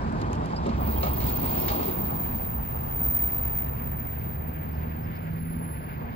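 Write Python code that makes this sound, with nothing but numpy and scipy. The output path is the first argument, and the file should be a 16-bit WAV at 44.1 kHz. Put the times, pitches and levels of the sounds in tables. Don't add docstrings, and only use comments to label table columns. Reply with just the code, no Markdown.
import sys
import numpy as np
from scipy import signal
from scipy.fft import rfft, irfft
from scipy.io import wavfile

SR = 44100
rng = np.random.default_rng(int(sys.argv[2]) if len(sys.argv) > 2 else 0)


def file_out(sig):
    cols = np.atleast_2d(sig).T
    lim = np.clip(cols, -1, 1)
    pcm = np.round(lim * 32767).astype(np.int16)
    wavfile.write(sys.argv[1], SR, pcm)


N = 271215
T = np.arange(N) / SR
HZ = np.maximum(np.arange(N // 2 + 1) * SR / N, 1)

# rumble, boom, tyre roar, whirr, hiss [f/Hz]
BAND_EDGES_HZ = [110, 300, 1400, 3200]
# [f/Hz, relative level/dB per Hz]
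NEAR_SPECTRUM = [(24, -32), (38, -10.5), (68, -6), (110, -9.5), (215, -6.5), (490, -17.5), (950, -16),
                 (1550, -29), (2400, -22), (3200, -25), (4000, -28), (4600, -28.5), (5900, -38),
                 (7700, -35.5), (9200, -65), (11200, -38.5), (12400, -79)]
LEAVING_SPECTRUM = [(24, -22), (40, -7), (68, -4), (130, -9), (215, -12), (330, -20.5), (600, -23.5),
                    (830, -20.5), (2000, -33.5), (2700, -27.5), (3400, -48.5), (4900, -51.5), (5800, -54.5),
                    (7700, -53.5)]
FAR_SPECTRUM = [(24, -15), (40, -7.5), (85, -1.5), (150, -3), (240, -8), (310, -20.5), (500, -26),
                (830, -30.5), (1250, -37.5), (1600, -29), (2300, -31), (3400, -45.5), (4800, -44),
                (5900, -59), (7700, -61), (9200, -77), (11000, -58.5)]
# [f/Hz, likeness/0-1, left lead/rad, left minus right/dB]
NEAR_ARRIVAL = [(60, 0.98, 0.0, -1.8), (200, 0.92, 0.6, -2.9), (340, 0.82, 1.1, -3.0),
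                (500, 0.86, 2.0, -1.0), (800, 0.88, 2.3, 1.9), (1300, 0.75, 2.5, 0.1),
                (2000, 0.46, 3.7, -2.0), (3000, 0.38, 5.7, -2.5), (4200, 0.41, 8.0, -3.7),
                (6000, 0.36, 9.9, -4.9), (8000, 0.45, 10.4, -1.5)]
FAR_ARRIVAL = [(60, 0.93, -0.0, -0.9), (200, 0.81, 0.2, -1.5), (340, 0.43, 0.8, -0.2), (500, 0.7, 2.3, 2.0),
               (800, 0.82, 2.6, 2.0), (1300, 0.81, 3.4, -0.9), (2000, 0.71, 5.5, -0.4),
               (3000, 0.55, 8.1, -0.4), (4200, 0.29, 11.6, 0.1), (6000, 0.31, 15.7, -1.1),
               (8000, 0.43, 17.2, -0.4)]
NEAR_DB = [-35.5, -37, -41, -56.5, -55]
APPROACH_DB_PER_S = [-0.7, -0.1, 0, 3, 6]
PASS_S, DROP_DB_PER_S = 1.776, 49
LEAVING_DB = [-40, -41, -47.5, -67.5, -67]
LEAVING_RISE_S, LEAVING_END_S, LEAVING_DB_PER_S = 0.24, 3.59, 11.5
FAR_DB = [-44, -42.5, -51, -56.5, -72.5]
FAR_DB_PER_S = 0.5159
# [t/s, width/s, boom peak level/dB, roar peak level/dB, whirr peak level/dB, hiss peak level/dB]
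WHEELS = [(0.02, 0.94, -43, -49, -76, -66.5), (1.17, 0.037, -34.5, -58, -71, -66),
          (1.29, 0.04, -35, -61, -57, -54.5), (1.42, 0.05, -39, -54, -61, -60),
          (1.56, 0.079, -60, -44, -55, -57), (1.82, 0.09, -39, -43.5, -54.5, -57),
          (2.07, 0.11, -37.5, -45.5, -70, -64.5), (2.35, 0.079, -41, -47, -75, -64.5),
          (4.85, 0.16, -44, -59.5, -69.5, -81), (6.04, 0.059, -56, -49, -75, -78)]
# [f/Hz, relative level/dB per Hz]
EARLIER_CAR = [(1150, -17.5), (1450, 6), (1900, -3.5), (2500, -9), (3200, -23)]
EARLIER_CAR_DB, EARLIER_CAR_DB_PER_S = -51, 13

# [f/Hz, gain/dB]
EXHAUST = [(62, 2.5), (69, 1.5), (73, 1), (76, 2), (78, 4.5), (80, -3.5), (83, -7), (125, 0), (138, 0.5),
           (146, -2.5), (156, 1), (160, -1.5), (165, 5), (200, -18.5), (232, -16), (240, -15.5), (248, -5),
           (285, -26), (318, -18), (335, -25.5), (700, -29)]
# [start t/s, end t/s, first firing f/Hz, last firing f/Hz, level/dB, overtone gain/dB]
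PULLS = [(-.1, 0.565, 75, 83.76, -45, 2), (0.665, 1.22, 65.63, 71.2, -32.5, -8.5),
         (2.501, 3.204, 63.5, 66.78, -44.5, 2.5), (3.379, 5.66, 65.9, 83.61, -39.5, 0.5),
         (5.721, 6.2, 74, 75, -57, 2.5)]
PULL_BEND = .85
THROTTLE_RISE_S, THROTTLE_OFF_DB_PER_S = 0.107, 38
SAG_HZ, SAG_S = 10, 0.04475
CRUISE_HZ, LOAD_DB_PER_HZ = 75, 0.16

# [t/s, level/dB, f/Hz]
GRIT = [(0.1246, -47, 7600), (0.2161, -37, 4600), (0.3305, -38, 6700), (0.3315, -39, 2600),
        (0.3535, -47, 6000), (0.459, -41, 5400), (0.667, -43, 7200), (1.03, -35, 3400), (1.203, -42, 4300),
        (1.682, -35, 2200)]
# [f/Hz, relative level/dB per Hz]
GRIT_SPECTRUM = [(1800, 10), (3000, 1), (5000, 0), (7800, 3), (9200, -18), (11000, 5.5), (14000, -35)]
GRIT_T60_S, GRIT_RISE_S = .008, .0002
GRIT_WIDTH_HZ, GRIT_RESONANCE_DB = 880, 11

# [t/s, thud level/dB, thud f/Hz, clang level/dB, clatter level/dB, t60/s]
KNOCKS = [(0.218, -27, 260, -45, -45, 0.048), (0.658, -24.5, 420, -40, -48, 0.11),
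          (0.6704, -24.5, 220, -48, -69, 0.093), (.674, -35, 600, -50, -62, .06),
          (0.692, -26.5, 210, -56, -46.5, 0.082), (0.877, -30, 220, -41, -75, .15),
          (0.942, -31, 373, -50, -68, .1), (1.03, -31, 600, -30.5, -39, 0.13),
          (1.05, -40, 600.5, -42, -51, 0.22), (1.067, -44, 300, -43, -51, 0.23),
          (1.203, -40, 200, -46, -47.5, 0.36), (1.225, -42, 250, -53, -54, 0.13),
          (1.682, -37, 620, -38, -35, 0.13), (1.703, -43, 300, -36, -51.5, 0.58),
          (1.79, -33, 330, -51, -52, .2), (1.827, -41, 400, -51, -47, 0.099),
          (1.88, -38, 350, -47, -54, .12)]
# [f/Hz, level/dB, unloaded t60/s]
TRAILER_MODES = [(203, -2, 0.23), (222, 2, 0.36), (307, -2.5, 0.37), (389, 8.5, 0.14), (560, 3, 0.19),
                 (640, 0, 0.14)]
THUD_RISE_S, THUD_SPREAD_OCTAVES = 0.0021, 0.43
# [f/Hz, relative level/dB per Hz]
CLATTER_SPECTRUM = [(400, 0), (600, 12.5), (800, 5.5), (1300, 7), (2400, 9), (4000, 6), (7500, -3.5),
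                    (10000, -52)]
# [f/Hz, width/Hz, level above the rest of the clatter/dB]
FITTINGS = [(814, 28, 10), (1244, 50, 11.5), (2244, 49, 10), (2770, 180, 7), (3200, 60, 7.5),
            (3740, 70, 11), (4140, 92, 12), (4560, 70, 8), (5320, 21, 8), (6640, 38, 11)]
CLANG_BELOW_HZ = 1224
BLOW_RISE_S = .0003

# [t/s, peak level/dB, f/Hz]
SURGES = [(.4, -28.5, 80.9), (.78, -34.5, 60.4), (1.18, -32, 69.7), (1.33, -38, 62.4), (2.08, -31, 63.2),
          (2.58, -30, 63.9), (2.79, -33.5, 76), (3.08, -30, 70.9), (3.27, -38, 67.5), (3.48, -34, 64.4),
          (4.8, -34, 75.1), (5.68, -36, 95.6)]
SURGE_WIDTH_S, SURGE_BAND_HZ = 0.024, 9.9
# [t/s, peak level/dB, f/Hz, t60/s]
CLINKS = [(.532, -23, 860, 0.05), (0.535, -25, 1100, 0.04), (.563, -34, 4820, .04), (.567, -42, 5080, 0.1)]

# [t/s, f/Hz]
SQUEAL_PITCH = [(0.7, 15420), (1.0, 15370), (1.5, 15300), (2.0, 15170), (2.5, 15090), (3.2, 15075),
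                (4.2, 15100), (6.15, 15150)]
# [start t/s, end t/s, level/dB, fade afterwards/dB per s]
BITES = [(0.744, 1.188, -36.5, 4), (1.11, 2.1, -33, 9), (2.856, 3.223, -26.5, 26), (3.42, 3.57, -29, 112),
         (3.704, 4.13, -40.5, 14), (5.75, 6.15, -60, 14)]
BITE_RISE_S = 0.17
# [start t/s, end t/s, f/Hz, width/Hz, peak level/dB]
THIN_TONES = [(.95, 1.01, 3200, 90, -54), (.97, 1.1, 12830, 120, -61), (1.14, 1.24, 12850, 120, -61),
              (1.17, 1.34, 7680, 100, -61), (1.51, 1.6, 7660, 90, -60), (1.58, 1.87, 9800, 120, -64),
              (1.6, 1.67, 5410, 50, -58), (3.24, 3.64, 8650, 50, -69), (3.6, 4.3, 11600, 35, -64),
              (4.25, 4.75, 11570, 35, -73), (4.72, 4.78, 4900, 900, -69), (5.02, 5.07, 5150, 250, -68),
              (5.1, 5.42, 11050, 40, -66), (5.15, 5.182, 4800, 450, -63), (5.18, 5.47, 12900, 60, -72),
              (5.19, 5.31, 7400, 1000, -76), (5.3, 5.97, 11055, 36, -48.5), (5.82, 6.1, 12890, 35, -71)]

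# [start t/s, end t/s, f/Hz, level/dB]
DRONES = [(1.097, 1.437, 127.4, -40), (1.75, 2.15, 156, -44.5), (2.26, 2.65, 84.9, -42.5),
          (3.3, 6.15, 122.1, -46.5), (4.55, 5.3, 100.1, -42)]
DRONE_RISE_S, DRONE_FADE_DB_PER_S = 0.1, 58.5
# [f/Hz, relative level/dB per Hz]
TYRE_DRUM = [(230, -14), (320, 5), (400, 4), (520, -3), (650, -25)]
DRUM_S, DRUM_WIDTH_S, DRUM_DB = 1.847, 0.16, -39.5

CUTOFF_HZ = 15850


def from_db(db):
    return 10 ** (np.asarray(db) / 20)


def rms(x):
    return np.sqrt(np.mean(x ** 2) + 1e-20)


def in_time(rows):
    s, *columns = np.transpose(rows)
    return [np.interp(T, s, c) for c in columns]


def in_frequency(rows):
    hz, *columns = np.transpose(rows)
    return [np.interp(np.log(HZ), np.log(hz), c) for c in columns]


def colour(spectrum):
    ends = np.minimum(1, HZ / spectrum[0][0]) * np.minimum(1, spectrum[-1][0] / HZ)
    return from_db(in_frequency(spectrum)[0]) * ends ** 6


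def drift(rate_hz):
    slow = irfft(rfft(rng.standard_normal(N)) / (1 + (HZ / rate_hz) ** 2), N)
    return slow / rms(slow)


def stereo_noise(gain, arrival):
    alike, lead, balance_db = in_frequency(arrival)
    alike = np.clip(alike, 0, .995)
    tilt = from_db(balance_db / 2)
    common, own = rfft(rng.standard_normal((2, N)))
    right = alike * np.exp(-1j * lead) * common + np.sqrt(1 - alike ** 2) * own
    summed = np.sqrt(tilt ** 2 + tilt ** -2 + 2 * alike * np.cos(lead))
    return np.array([common * tilt, right / tilt]) * gain / summed


def sound_of(spectra):
    x = irfft(spectra, N)
    return x / rms(x.mean(axis=0))


def from_near(x):
    _, lead, balance_db = in_frequency(NEAR_ARRIVAL)
    tilt = from_db(balance_db / 2)
    return irfft(rfft(x) * np.array([tilt, np.exp(-1j * lead) / tilt]), N)


def burst(start, t60, rise):
    age = np.maximum(T - start, 0)
    return (1 - np.exp(-age / rise)) * np.exp(-np.minimum(np.log(1000) * age / t60, 20))


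def held(start, end, rise_s, fade_db_per_s):
    rise = np.sin(np.pi / 2 * np.clip((T - start) / rise_s, 0, 1)) ** 2
    return rise * from_db(-abs(fade_db_per_s) * np.maximum(T - end, 0))


def swelling(s, db, width_s):
    return from_db(db) * np.exp(-.5 * ((T - s) / width_s) ** 2)


def ring(clicks, hz, t60):
    r, w = from_db(-60 / (t60 * SR)), 2 * np.pi * hz / SR
    return signal.lfilter([0, np.sin(w)], [1, -2 * r * np.cos(w), r * r], clicks + 1e-18)


def near_gain(band):
    before, after = np.maximum(PASS_S - T, 0), np.maximum(T - PASS_S, 0)
    return from_db(NEAR_DB[band] - APPROACH_DB_PER_S[band] * before - DROP_DB_PER_S * after)


def traffic(flutter_db=1.5, flutter_rate_hz=14):
    near = stereo_noise(colour(NEAR_SPECTRUM), NEAR_ARRIVAL)
    leaving = stereo_noise(colour(LEAVING_SPECTRUM), FAR_ARRIVAL)
    far = stereo_noise(colour(FAR_SPECTRUM), FAR_ARRIVAL)
    lingering = held(PASS_S, LEAVING_END_S, LEAVING_RISE_S, LEAVING_DB_PER_S)
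    building = from_db(FAR_DB_PER_S * (T - PASS_S))
    wheel_shapes = np.array([swelling(s, 0, width_s) for s, width_s, *_ in WHEELS])
    wheels = from_db(np.array(WHEELS)[:, 2:].T) @ wheel_shapes
    below = [0] + [1 / (1 + (HZ / edge) ** 10) for edge in BAND_EDGES_HZ] + [1]
    out = 0
    for k, swell in enumerate([0, *wheels]):
        close = np.hypot(near_gain(k), swell)
        band = below[k + 1] - below[k]
        noise = close * sound_of(near * band)
        noise = noise + from_db(LEAVING_DB[k]) * lingering * sound_of(leaving * band)
        noise = noise + from_db(FAR_DB[k]) * building * sound_of(far * band)
        out = out + noise * from_db(flutter_db * drift(flutter_rate_hz))
    return out


def jingle(per_s=420, spread_db=2.0, cycles=45, level_db=-2.0, count=48):
    born = (rng.random(N) < per_s / SR) * rng.choice([-1, 1], N)
    clicks = born * from_db(spread_db * np.minimum(rng.exponential(1, N), 3))
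    dealt = rng.integers(0, count, N)
    pitches = np.geomspace(320, 5600, count) * rng.uniform(.98, 1.02, count)
    bands = np.searchsorted(BAND_EDGES_HZ, pitches)
    out = 0
    for band in np.unique(bands):
        pings = 0
        for k in np.flatnonzero(bands == band):
            t60_s = 0.043 + cycles / pitches[k]
            pings = pings + ring(clicks * (dealt == k), pitches[k], t60_s)
        out = out + from_db(level_db) * near_gain(band) * pings / rms(pings)
    return from_near(out)


def earlier_car():
    whirr = sound_of(stereo_noise(colour(EARLIER_CAR), FAR_ARRIVAL))
    return from_db(EARLIER_CAR_DB - EARLIER_CAR_DB_PER_S * T) * whirr


def shed_wall(x, delay_s=0.0079, echo_db=-20.0, above_hz=300):
    echo = from_db(echo_db) * np.exp(-2j * np.pi * HZ * delay_s) / (1 + (above_hz / HZ) ** 2)
    return irfft(rfft(x) * (1 + echo), N)


def throttle():
    firing_hz, effort, overtones_db = np.full(N, float(CRUISE_HZ)), 0, 0
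    for start, end, first_hz, last_hz, db, bright_db in PULLS:
        climb = np.clip((T - start) / (end - start), 0, 1) ** PULL_BEND
        sag = SAG_HZ * (1 - np.exp(-np.maximum(T - end, 0) / SAG_S))
        firing_hz = np.where(T >= start, first_hz + (last_hz - first_hz) * climb - sag, firing_hz)
        overtones_db = np.where(T >= start, bright_db, overtones_db)
        effort = effort + from_db(db) * held(start, end, THROTTLE_RISE_S, THROTTLE_OFF_DB_PER_S)
    return firing_hz, effort * from_db(LOAD_DB_PER_HZ * (firing_hz - CRUISE_HZ)), overtones_db


def engine(wobble=.0035, rough_db=0.9, lead_s=.0004, pan_db=-1.6):
    firing_hz, effort, overtones_db = throttle()
    phase = 2 * np.pi * np.cumsum(firing_hz * (1 + wobble * drift(6.5))) / SR
    lead = 2 * np.pi * firing_hz * lead_s * np.array([[1], [0]])
    pipe_hz, pipe_db = np.transpose(EXHAUST)
    out = 0
    for k in range(1, 8):
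        resonance_db = np.interp(k * firing_hz, pipe_hz, pipe_db)
        gain = effort * from_db(resonance_db + overtones_db * (k > 1) + rough_db * drift(5.7))
        out = out + np.sqrt(2) * gain * np.cos(k * (phase + lead) + rng.uniform(0, 2 * np.pi))
    return out * from_db(pan_db / 2 * np.array([[1], [-1]]))


def grit():
    crack, out = stereo_noise(colour(GRIT_SPECTRUM), NEAR_ARRIVAL), 0
    for s, db, hz in GRIT:
        resonance = 1 + from_db(GRIT_RESONANCE_DB) / (1 + (2 * (HZ - hz) / GRIT_WIDTH_HZ) ** 2)
        out = out + from_db(db) * burst(s, GRIT_T60_S, GRIT_RISE_S) * sound_of(crack * resonance)
    return out


def thuds():
    s, thud_db, thud_hz = np.array(KNOCKS)[:, :3].T
    out = np.zeros(N)
    for hz, db, t60 in TRAILER_MODES:
        nearness = np.exp(-.5 * (np.log2(hz / thud_hz) / THUD_SPREAD_OCTAVES) ** 2)
        clicks = np.zeros(N)
        clicks[np.round(s * SR).astype(int)] = nearness * from_db(thud_db + db + rng.normal(0, 1, len(s)))
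        out += ring(clicks, hz, t60 / 2)
        out -= ring(clicks, hz, np.log(1000) * THUD_RISE_S)
    return from_near(out)


def rattles(chatter_db=0.5):
    blows = np.array([burst(row[0], row[5], BLOW_RISE_S) for row in KNOCKS])
    clang, clatter = from_db(np.array(KNOCKS)[:, 3:5].T) @ blows * from_db(chatter_db * drift(62))
    ringing = 1
    for hz, width, db in FITTINGS:
        ringing = ringing + (from_db(db) - 1) / (1 + (2 * (HZ - hz) / width) ** 2)
    steel = colour(CLATTER_SPECTRUM) * ringing
    low = 1 / (1 + (HZ / CLANG_BELOW_HZ) ** 10)
    panels = sound_of(stereo_noise(steel * low, NEAR_ARRIVAL))
    fittings = sound_of(stereo_noise(steel * (1 - low), NEAR_ARRIVAL))
    return clang * panels + clatter * fittings


def surges():
    waver = np.cumsum(SURGE_BAND_HZ / 2 * drift(21.1)) / SR
    out = 0
    for s, db, hz in SURGES:
        boom = np.sin(2 * np.pi * (hz * T + waver))
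        out = out + np.sqrt(2) * swelling(s, db, SURGE_WIDTH_S) * boom
    return from_near(out)


def clinks():
    out = 0
    for s, db, hz, t60 in CLINKS:
        out = out + from_db(db) * burst(s, t60, BLOW_RISE_S) * np.sin(2 * np.pi * hz * (T - s))
    return from_near(out)


def friction_tone(pitch_hz, width_hz, skirt_hz):
    shape = 1 / np.sqrt(1 + (2 * HZ / width_hz) ** 2) / (1 + (HZ / skirt_hz) ** 2) ** 2
    a, b = irfft(rfft(rng.standard_normal((2, N))) * shape, N)
    phase = 2 * np.pi * np.cumsum(pitch_hz + np.zeros(N)) / SR
    tone = a * np.cos(phase) + b * np.sin(phase)
    return tone / rms(tone)


def squeal(side_db=-6.5, early_width_hz=190, late_width_hz=110):
    pitch_hz = in_time(SQUEAL_PITCH)[0]
    settled = np.clip(T - 2, 0, 1)
    broad = friction_tone(pitch_hz, early_width_hz, skirt_hz=560)
    pure = friction_tone(pitch_hz, late_width_hz, skirt_hz=440)
    power = sum((from_db(db) * held(start, end, BITE_RISE_S, fade)) ** 2 for start, end, db, fade in BITES)
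    out = np.sqrt(power) * (np.sqrt(1 - settled) * broad + np.sqrt(settled) * pure)
    for start, end, tone_hz, width_hz, db in THIN_TONES:
        swell = np.sin(np.pi * np.clip((T - start) / (end - start), 0, 1))
        out = out + from_db(db) * swell * friction_tone(tone_hz, width_hz, skirt_hz=3 * width_hz)
    side = from_db(side_db) * irfft(1j * rfft(out), N)
    return np.array([out + side, out - side])


def drones(wander=0.0122, waver_db=0.5):
    out = 0
    for start, end, hz, db in DRONES:
        phase = 2 * np.pi * np.cumsum(hz * (1 + wander * drift(3.87))) / SR
        level = from_db(db + waver_db * drift(5)) * held(start, end, DRONE_RISE_S, DRONE_FADE_DB_PER_S)
        out = out + np.sqrt(2) * level * np.sin(phase)
    return from_near(out)


def tyre_drum():
    drone = sound_of(stereo_noise(colour(TYRE_DRUM), NEAR_ARRIVAL))
    return swelling(DRUM_S, DRUM_DB, DRUM_WIDTH_S) * drone


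def scene():
    road = shed_wall(traffic() + jingle() + earlier_car() + tyre_drum())
    metal = thuds() + rattles() + clinks()
    return road + engine() + grit() + metal + surges() + squeal() + drones()


def record(dry):
    return irfft(rfft(dry) / np.sqrt(1 + (HZ / CUTOFF_HZ) ** 400), N)


dry = scene()
out = record(dry)
file_out(out)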